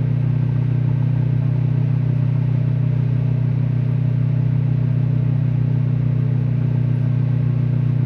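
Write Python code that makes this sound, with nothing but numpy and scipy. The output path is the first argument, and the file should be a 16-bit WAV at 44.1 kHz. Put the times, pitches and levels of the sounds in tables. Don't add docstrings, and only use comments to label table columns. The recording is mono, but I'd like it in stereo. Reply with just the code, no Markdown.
import sys
import numpy as np
from scipy import signal
from scipy.fft import rfft, irfft
from scipy.io import wavfile

SR = 44100
rng = np.random.default_rng(int(sys.argv[2]) if len(sys.argv) > 2 else 0)


def wav_record(signal):
    frames = np.transpose(np.atleast_2d(signal))
    bounded = np.clip(frames, -1, 1)
    quanta = np.round(bounded * 32767).astype(np.int16)
    wavfile.write(sys.argv[1], SR, quanta)


N = 355225
TIME = np.arange(N) / SR
BINS = np.fft.rfftfreq(N, 1 / SR)
MAINS_HZ = 60.0126
TURN_S = 10.6

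# mains_multiple, level_db, left_over_right_db, left_lead_rad
HUM_HARMONICS = [(1, -37.2, -1.0, 0.12), (2, -19.5, 0.5, 0.45), (3, -40.4, -0.7, 0.0), (4, -31.9, 4.7, 0.3),
                 (5, -58.0, 2.0, 0.4), (6, -47.3, 3.8, 0.7), (7, -54.5, 2.4, 0.8), (8, -52.5, 9.2, -1.7),
                 (9, -50.0, 6.7, -1.2), (10, -53.7, 1.2, 0.0), (12, -65.4, -0.1, -0.8),
                 (14, -63.0, 10.0, -1.5), (16, -62.0, 1.3, 1.1), (18, -67.0, 1.5, -0.4),
                 (22, -67.4, -3.5, -0.3), (24, -66.2, 0.3, 1.0), (26, -61.2, -0.2, -0.1),
                 (27, -70.0, -2.1, -0.1), (28, -71.5, 0, 0), (29, -70.0, 0, 0), (31, -71.0, 0, 0),
                 (32, -65.8, 1.1, -0.6), (36, -65.7, 1.2, 0.0), (38, -68.8, 1.6, 0.2),
                 (39, -69.8, 2.5, 0.0), (44, -69.8, 2.3, 0.3), (48, -72.2, 8.7, 0.6), (54, -71.7, 8.3, 1.3),
                 (64, -73.5, 3, 0.5)]


def gain_of(db):
    return 10 ** (np.asarray(db) / 20)


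def evened(x):
    return x / np.sqrt(np.mean(x ** 2) + 1e-30)


def read(rows, hz):
    f, *columns = np.transpose(rows)
    return [np.interp(np.log(hz + 1), np.log(f + 1), c) for c in columns]


def follow(rows):
    s, *columns = np.transpose(rows)
    return [np.interp(TIME, s, c) for c in columns]


def white():
    return rfft(rng.standard_normal(N))


def bell(hz, width_hz, bins=BINS):
    return np.exp(-((bins - hz) / (0.61 * width_hz)) ** 2)


def drift(rate_hz):
    return evened(irfft(white() * bell(0, 2 * rate_hz), N))


def swell(depth_db, peak_s, order=1):
    return depth_db * np.cos(2 * np.pi * order * (TIME - peak_s) / TURN_S)


def load_db(of_shaft, of_mains):
    # shaft_multiple, mains_multiple, depth_db, peak_s, swells_per_round
    tone_swells = [(0, 3, 1.7, 6.5, 1), (0, 4, 1.4, 7.8, 1), (0, 5, 6.0, 8.5, 1), (0, 5, 4.0, 7.8, 2),
                   (0, 6, 2.8, 9.0, 1), (0, 6, 2.6, 6.7, 2), (0, 8, 4.0, 10.0, 1), (0, 8, 2.0, 7.0, 2),
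                   (0, 9, 1.8, 8.5, 1), (0, 10, 1.6, 1.6, 1), (0, 10, 1.4, 3.5, 2), (0, 16, 2.5, 2.0, 1),
                   (0, 18, 4.0, 7.2, 3), (0, 18, 3.0, 7.6, 1), (0, 26, 3.0, 10.0, 1), (4, 0, 0.35, 1.7, 3),
                   (4, 2, 1.8, 2.6, 1), (4, 4, 9.0, 2.3, 1), (4, 4, 2.5, 4.0, 2), (4, 6, 4.0, 8.6, 1),
                   (4, 6, 2.2, 7.0, 2), (8, 0, 1.8, 8.6, 1), (8, 0, 2.0, 6.0, 2), (8, 0, 1.3, 5.0, 3),
                   (14, 2, 2.0, 5.6, 1)]
    return sum(swell(depth, peak_s, order) for k, m, depth, peak_s, order in tone_swells
               if (k, m) == (of_shaft, of_mains))


def partial(turns, db, pan_db, lead, scatter_hz=520, waver_db=1.2, waver_hz=550, count=24):
    hz = turns[-1] / TIME[-1]
    angle = 2 * np.pi * turns + rng.standard_normal() * (hz / scatter_hz) ** 2
    wander = np.interp(TIME, np.linspace(0, TIME[-1], count), rng.standard_normal(count))
    wander_db = waver_db * hz ** 2 / (hz ** 2 + waver_hz ** 2) * wander
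    level = gain_of(db + wander_db)
    pair = [level * gain_of(side * pan_db / 2) * np.sin(angle + side * lead / 2) for side in (1, -1)]
    return np.array(pair) * np.sqrt(2 / np.cosh(pan_db * np.log(10) / 10))


def at_ports(first, second):
    # pitch_hz, likeness (0-1), left_lead_rad, left_over_right_db
    coherence = [(35, 0.99, -1.2, -2), (70, 1, 0, 2.5), (150, 0.4, 0.74, 2.5), (280, 0.8, -0.65, 1),
                 (405, 1, 1, 1), (500, 0.3, 0.77, 1), (600, 0.9, 0.5, 1.5), (662, 0.3, 0, 2),
                 (732, 0.5, -3.5, -0.5), (830, 0.4, 0.3, 0.5), (1190, 0.8, 0.9, 2.5),
                 (1850, 0.8, 0.5, -1.5), (2440, .88, -0.03, 4), (3080, 0.8, 1.36, 3.5), (4550, 0.96, 0, 5),
                 (7040, 1, 2.5, 0.5), (8500, 1, 4.5, -0.9)]
    same, lead, pan_db = read(coherence, BINS)
    same = np.clip(same, -1, 1)
    right = (same * first + np.sqrt(1 - same ** 2) * second) * np.exp(-1j * lead)
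    return irfft(np.array([first * gain_of(pan_db / 2), right * gain_of(-pan_db / 2)]), N)


def add(mix, s, sound):
    part = mix[round(s * SR):][:len(sound)]
    part += sound[:len(part)]


def snippet(hz, width_hz, size=8192):
    band = bell(hz, width_hz, np.fft.rfftfreq(size, 1 / SR))
    return np.arange(size) / SR, evened(irfft(rfft(rng.standard_normal(size)) * band))


def spurt(length, db, hz, width_hz, grain, edge_s, grain_hz=450):
    t, noise = snippet(hz, width_hz)
    grains = np.exp(grain * snippet(0, grain_hz)[1])
    edges = np.sin(np.pi / 2 * np.clip(np.minimum(t, length - t) / edge_s, 0, 1)) ** 2
    return gain_of(db) * edges * evened(noise * grains)


def transformer(mains, hum_db=0.11):
    return sum(partial(m * mains, hum_db + db + load_db(0, m), pan, lead)
               for m, db, pan, lead in HUM_HARMONICS)


def buzz(mains, odd_db=-6, uneven_db=3.0, flutter=0.16):
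    # pitch_hz, level_db
    comb = [(660, -74), (1500, -77), (2600, -76), (3200, -77.5), (4200, -84), (5000, -88), (6300, -89),
            (7500, -108), (9500, -100), (11300, -104), (12000, -92), (12400, -112)]
    size = 4096
    k = np.arange(size // 2 + 1)
    hz = k * MAINS_HZ
    in_band = (hz > comb[0][0] - MAINS_HZ) & (hz < comb[-1][0])
    free = in_band & ~np.isin(k, np.transpose(HUM_HARMONICS)[0])
    line_db = read(comb, hz)[0] + odd_db * (k % 2) + uneven_db * rng.standard_normal(len(k))
    level = free * gain_of(line_db)
    angle = 2 * np.pi * rng.random(len(k)) + .5 * rng.standard_normal((2, len(k)))
    cycles = irfft(level * np.exp(1j * angle)) * size / np.sqrt(2)
    pair = np.array([np.interp(mains % 1, np.arange(size) / size, c) for c in cycles])
    return pair * gain_of([[1.2], [-1.2]]) * (1 + flutter * drift(9.5))


def fan(mains, shaft, fan_db=0.3, waver=0.015):
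    # shaft_multiple, plus_mains_multiple, level_db, left_over_right_db, left_lead_rad
    shaft_orders = [(3, 0, -45.4, 0, 0.5), (4, 0, -22.3, 2, 0.2), (5, 0, -50.4, 5, 1.1),
                    (6, 0, -52.0, -8, 2.1), (8, 0, -46.1, 3, 0.0), (12, 0, -53.1, -3, -0.4),
                    (2, 1, -44.8, 12, 0.4), (6, -1, -48.0, 2, 0.5), (4, 1, -53.3, 3, 0.8),
                    (-4, 4, -50.7, -2, 0.5), (1, 2, -47.9, 6, -0.4), (3, 2, -48.7, -3, 1.1),
                    (4, 2, -43.8, 3, 0.3), (8, -2, -51.9, 2, -0.3), (8, 2, -55.4, 3, 0.7),
                    (1, 4, -51.2, 2, 0.3), (2, 4, -54.3, -2, 0.3), (4, 4, -57.3, 2, 0.4),
                    (4, 6, -60.0, -2, 0.1), (5, 2, -56.5, 2, 0.3), (3, 4, -61.0, 2, 0.3),
                    (8, 1, -60.0, 2, 0.3), (14, 2, -56.0, 0, 1.7)]
    tones = sum(partial(k * shaft + m * mains, db + load_db(k, m), pan, lead)
                for k, m, db, pan, lead in shaft_orders)
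    return gain_of(fan_db) * tones * (1 + waver * drift(2.2))


def rattle(mains, shaft, rattle_db=-51, ring_hz=490, width_hz=300, wobble=.5,
           chafe_db=-58, chafe_hz=1100, chafe_width_hz=950, early=0.085):
    throb = (1 + np.cos(2 * np.pi * (4 * shaft - 2 * mains))) ** 2
    beat = (1 + np.cos(2 * np.pi * (2 * mains - 3 * shaft + early))) ** 2
    once_a_turn = 1 - wobble * np.cos(2 * np.pi * shaft)
    chatter_db = rattle_db + swell(depth_db=1.8, peak_s=5.1, order=2)
    chatter = gain_of(chatter_db) * evened(throb * once_a_turn)
    chafe = gain_of(chafe_db) * evened(beat)
    ring, edge = evened(bell(ring_hz, width_hz)), evened(bell(chafe_hz, chafe_width_hz))
    return at_ports(*[rfft(chatter * noise) * ring + rfft(chafe * noise) * edge
                      for noise in rng.standard_normal((2, N))])


def turntable(mains, whir_db=-55.0, first_s=0.021, rise_s=0.004, decay_s=0.01, uneven=0.14, fresh=0.98):
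    # pitch_hz, width_hz, relative_level_db
    gear_modes = [(890, 230, -0.5), (1350, 300, -12), (1600, 95, -7)]
    since = ((mains - first_s * MAINS_HZ) % 4) / MAINS_HZ
    strain_db = swell(depth_db=3.2, peak_s=1.1) + swell(depth_db=1.5, peak_s=1.2, order=2)
    envelope = (1 - np.exp(-since / rise_s)) * np.exp(-since / decay_s)
    strokes = envelope * (1 + uneven * drift(14.0)) * gain_of(strain_db)
    teeth = rng.standard_normal((2, SR))[:, np.round(since * SR).astype(int)]
    ring = sum(gain_of(db) * bell(hz, width) for hz, width, db in gear_modes)
    rasps = rfft(strokes * (teeth + fresh * rng.standard_normal((2, N)))) * ring
    return gain_of(whir_db) * evened(at_ports(*rasps))


def sizzles():
    # start_s, length_s, level_db, centre_hz, width_hz
    spurts = [(1.793, .12, -67, 4300, 2800), (2.13, 0.084, -72, 5800, 1600),
              (2.132, .09, -77.5, 10300, 3000), (6.395, .06, -78, 11400, 1500),
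              (6.925, .14, -74.5, 10550, 3000), (6.96, .14, -70, 5000, 2000)]
    out = np.zeros(N)
    for s, length, db, hz, width_hz in spurts:
        add(out, s, spurt(length, db, hz, width_hz, grain=.5, edge_s=.022))
    return out


def ticks(decay_s=.0014):
    # start_s, ring_hz, width_hz, level_db (before the decay)
    snaps = [(3.917, 11000, 4000, -58), (4.097, 12000, 9000, -58.5)]
    out = np.zeros(N)
    for s, hz, width_hz, db in snaps:
        t, ring = snippet(hz, width_hz)
        add(out, s, gain_of(db) * ring * np.exp(-t / decay_s))
    return out


def whistles():
    # pitch_hz, width_hz, level_db, left_lead_rad
    vent_tones = [(216.3, 2.2, -48.5, 0.68), (422, 6, -57, 0.1), (432.5, 4, -55.5, 0.1),
                  (454.5, 7, -54.5, -0.4), (648.5, 7, -54.5, 1.7), (1082, 8, -64.5, 0.53),
                  (1575, 70, -68, 0)]
    out = np.zeros((2, N))
    middle = swell(depth_db=4.0, peak_s=4.6)
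    swells = [0, middle, middle, 0, swell(depth_db=2.5, peak_s=3.7),
              swell(depth_db=3.0, peak_s=6.9, order=2), swell(depth_db=1.5, peak_s=0.7)]
    for (hz, width, db, lead), swell_db in zip(vent_tones, swells):
        tone = white() * bell(hz, width)
        pair = irfft(np.array([tone, tone * np.exp(-1j * lead)]), N)
        out += gain_of(db + swell_db) * evened(pair)
    return out


def surges():
    # start_s, length_s, level_db
    mid_surges = [(0.545, .03, -52), (1.418, 0.034, -54), (3.874, .025, -55), (4.352, 0.033, -53),
                  (4.519, .045, -55), (5.865, 0.032, -53), (6.605, 0.035, -49)]
    out = np.zeros(N)
    for s, length, db in mid_surges:
        add(out, s, spurt(length, db, hz=1300, width_hz=1000, grain=.25, edge_s=.008))
    return out


def air(mains, air_db=-1.39, pulsing=.1, overtone=.6, pulsing_hz=1500, gusts_db=0.4):
    # pitch_hz, level_db_per_hz
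    noise_floor = [(20, -82.5), (33, -81), (40, -66), (100, -59), (140, -52.5), (200, -61), (500, -70),
                   (1000, -78), (2000, -82.5), (2700, -82.5), (3100, -88), (4400, -96.5), (6000, -101.3),
                   (6600, -105), (7500, -115), (9600, -105), (12200, -112), (13200, -135)]
    # pitch_hz, width_hz, lift_db
    casing_modes = [(582, 13, -6), (604, 70, 7), (875, 240, 4), (1017, 29, -8), (1165, 55, 3.5),
                    (1270, 55, -3), (1573, 90, 3), (1750, 100, -3.5), (1970, 330, 3), (2490, 400, 1.5),
                    (3860, 340, 2.5), (6100, 50, 6), (6430, 51, 7)]
    casing_db = sum(lift * bell(hz, width) for hz, width, lift in casing_modes)
    db = air_db + read(noise_floor, BINS)[0] + casing_db
    colour = gain_of(db) * np.sqrt(SR / 2)
    first, second = white() * colour, white() * colour
    high = BINS ** 2 / (BINS ** 2 + pulsing_hz ** 2)
    round_db = swell(depth_db=0.44, peak_s=1.6) + swell(depth_db=0.3, peak_s=2.2, order=2)
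    draught_db = round_db + gusts_db * drift(3.5)
    pulses = np.cos(4 * np.pi * mains) + overtone * np.cos(8 * np.pi * mains)
    hiss = at_ports(first * high, second * high) * (1 + pulsing * pulses)
    rush = at_ports(first * (1 - high), second * (1 - high))
    return rush + hiss * gain_of(draught_db)


def scene():
    # time_s, turns_per_s
    fan_speed = [(0, 37.834), (1, 37.783), (2, 37.81), (3, 37.789), (4.2, 37.895), (5.5, 37.792),
                 (7, 37.646), (8.05, 37.537)]
    mains = MAINS_HZ * TIME
    shaft = np.cumsum(follow(fan_speed)[0]) / SR + 5 / 8
    tones = transformer(mains) + buzz(mains) + fan(mains, shaft)
    machinery = rattle(mains, shaft) + turntable(mains)
    return tones + machinery + sizzles() + ticks() + whistles() + surges() + air(mains)


def record(dry):
    edge_hz = 15700
    taps = signal.firwin(255, edge_hz, window=("kaiser", 9), fs=SR)
    half = len(taps) // 2
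    padded = np.pad(dry, [(0, 0), (half, half)], "reflect", reflect_type="odd")
    return signal.oaconvolve(padded, taps[None], "valid")


dry = scene()
out = record(dry)
wav_record(out)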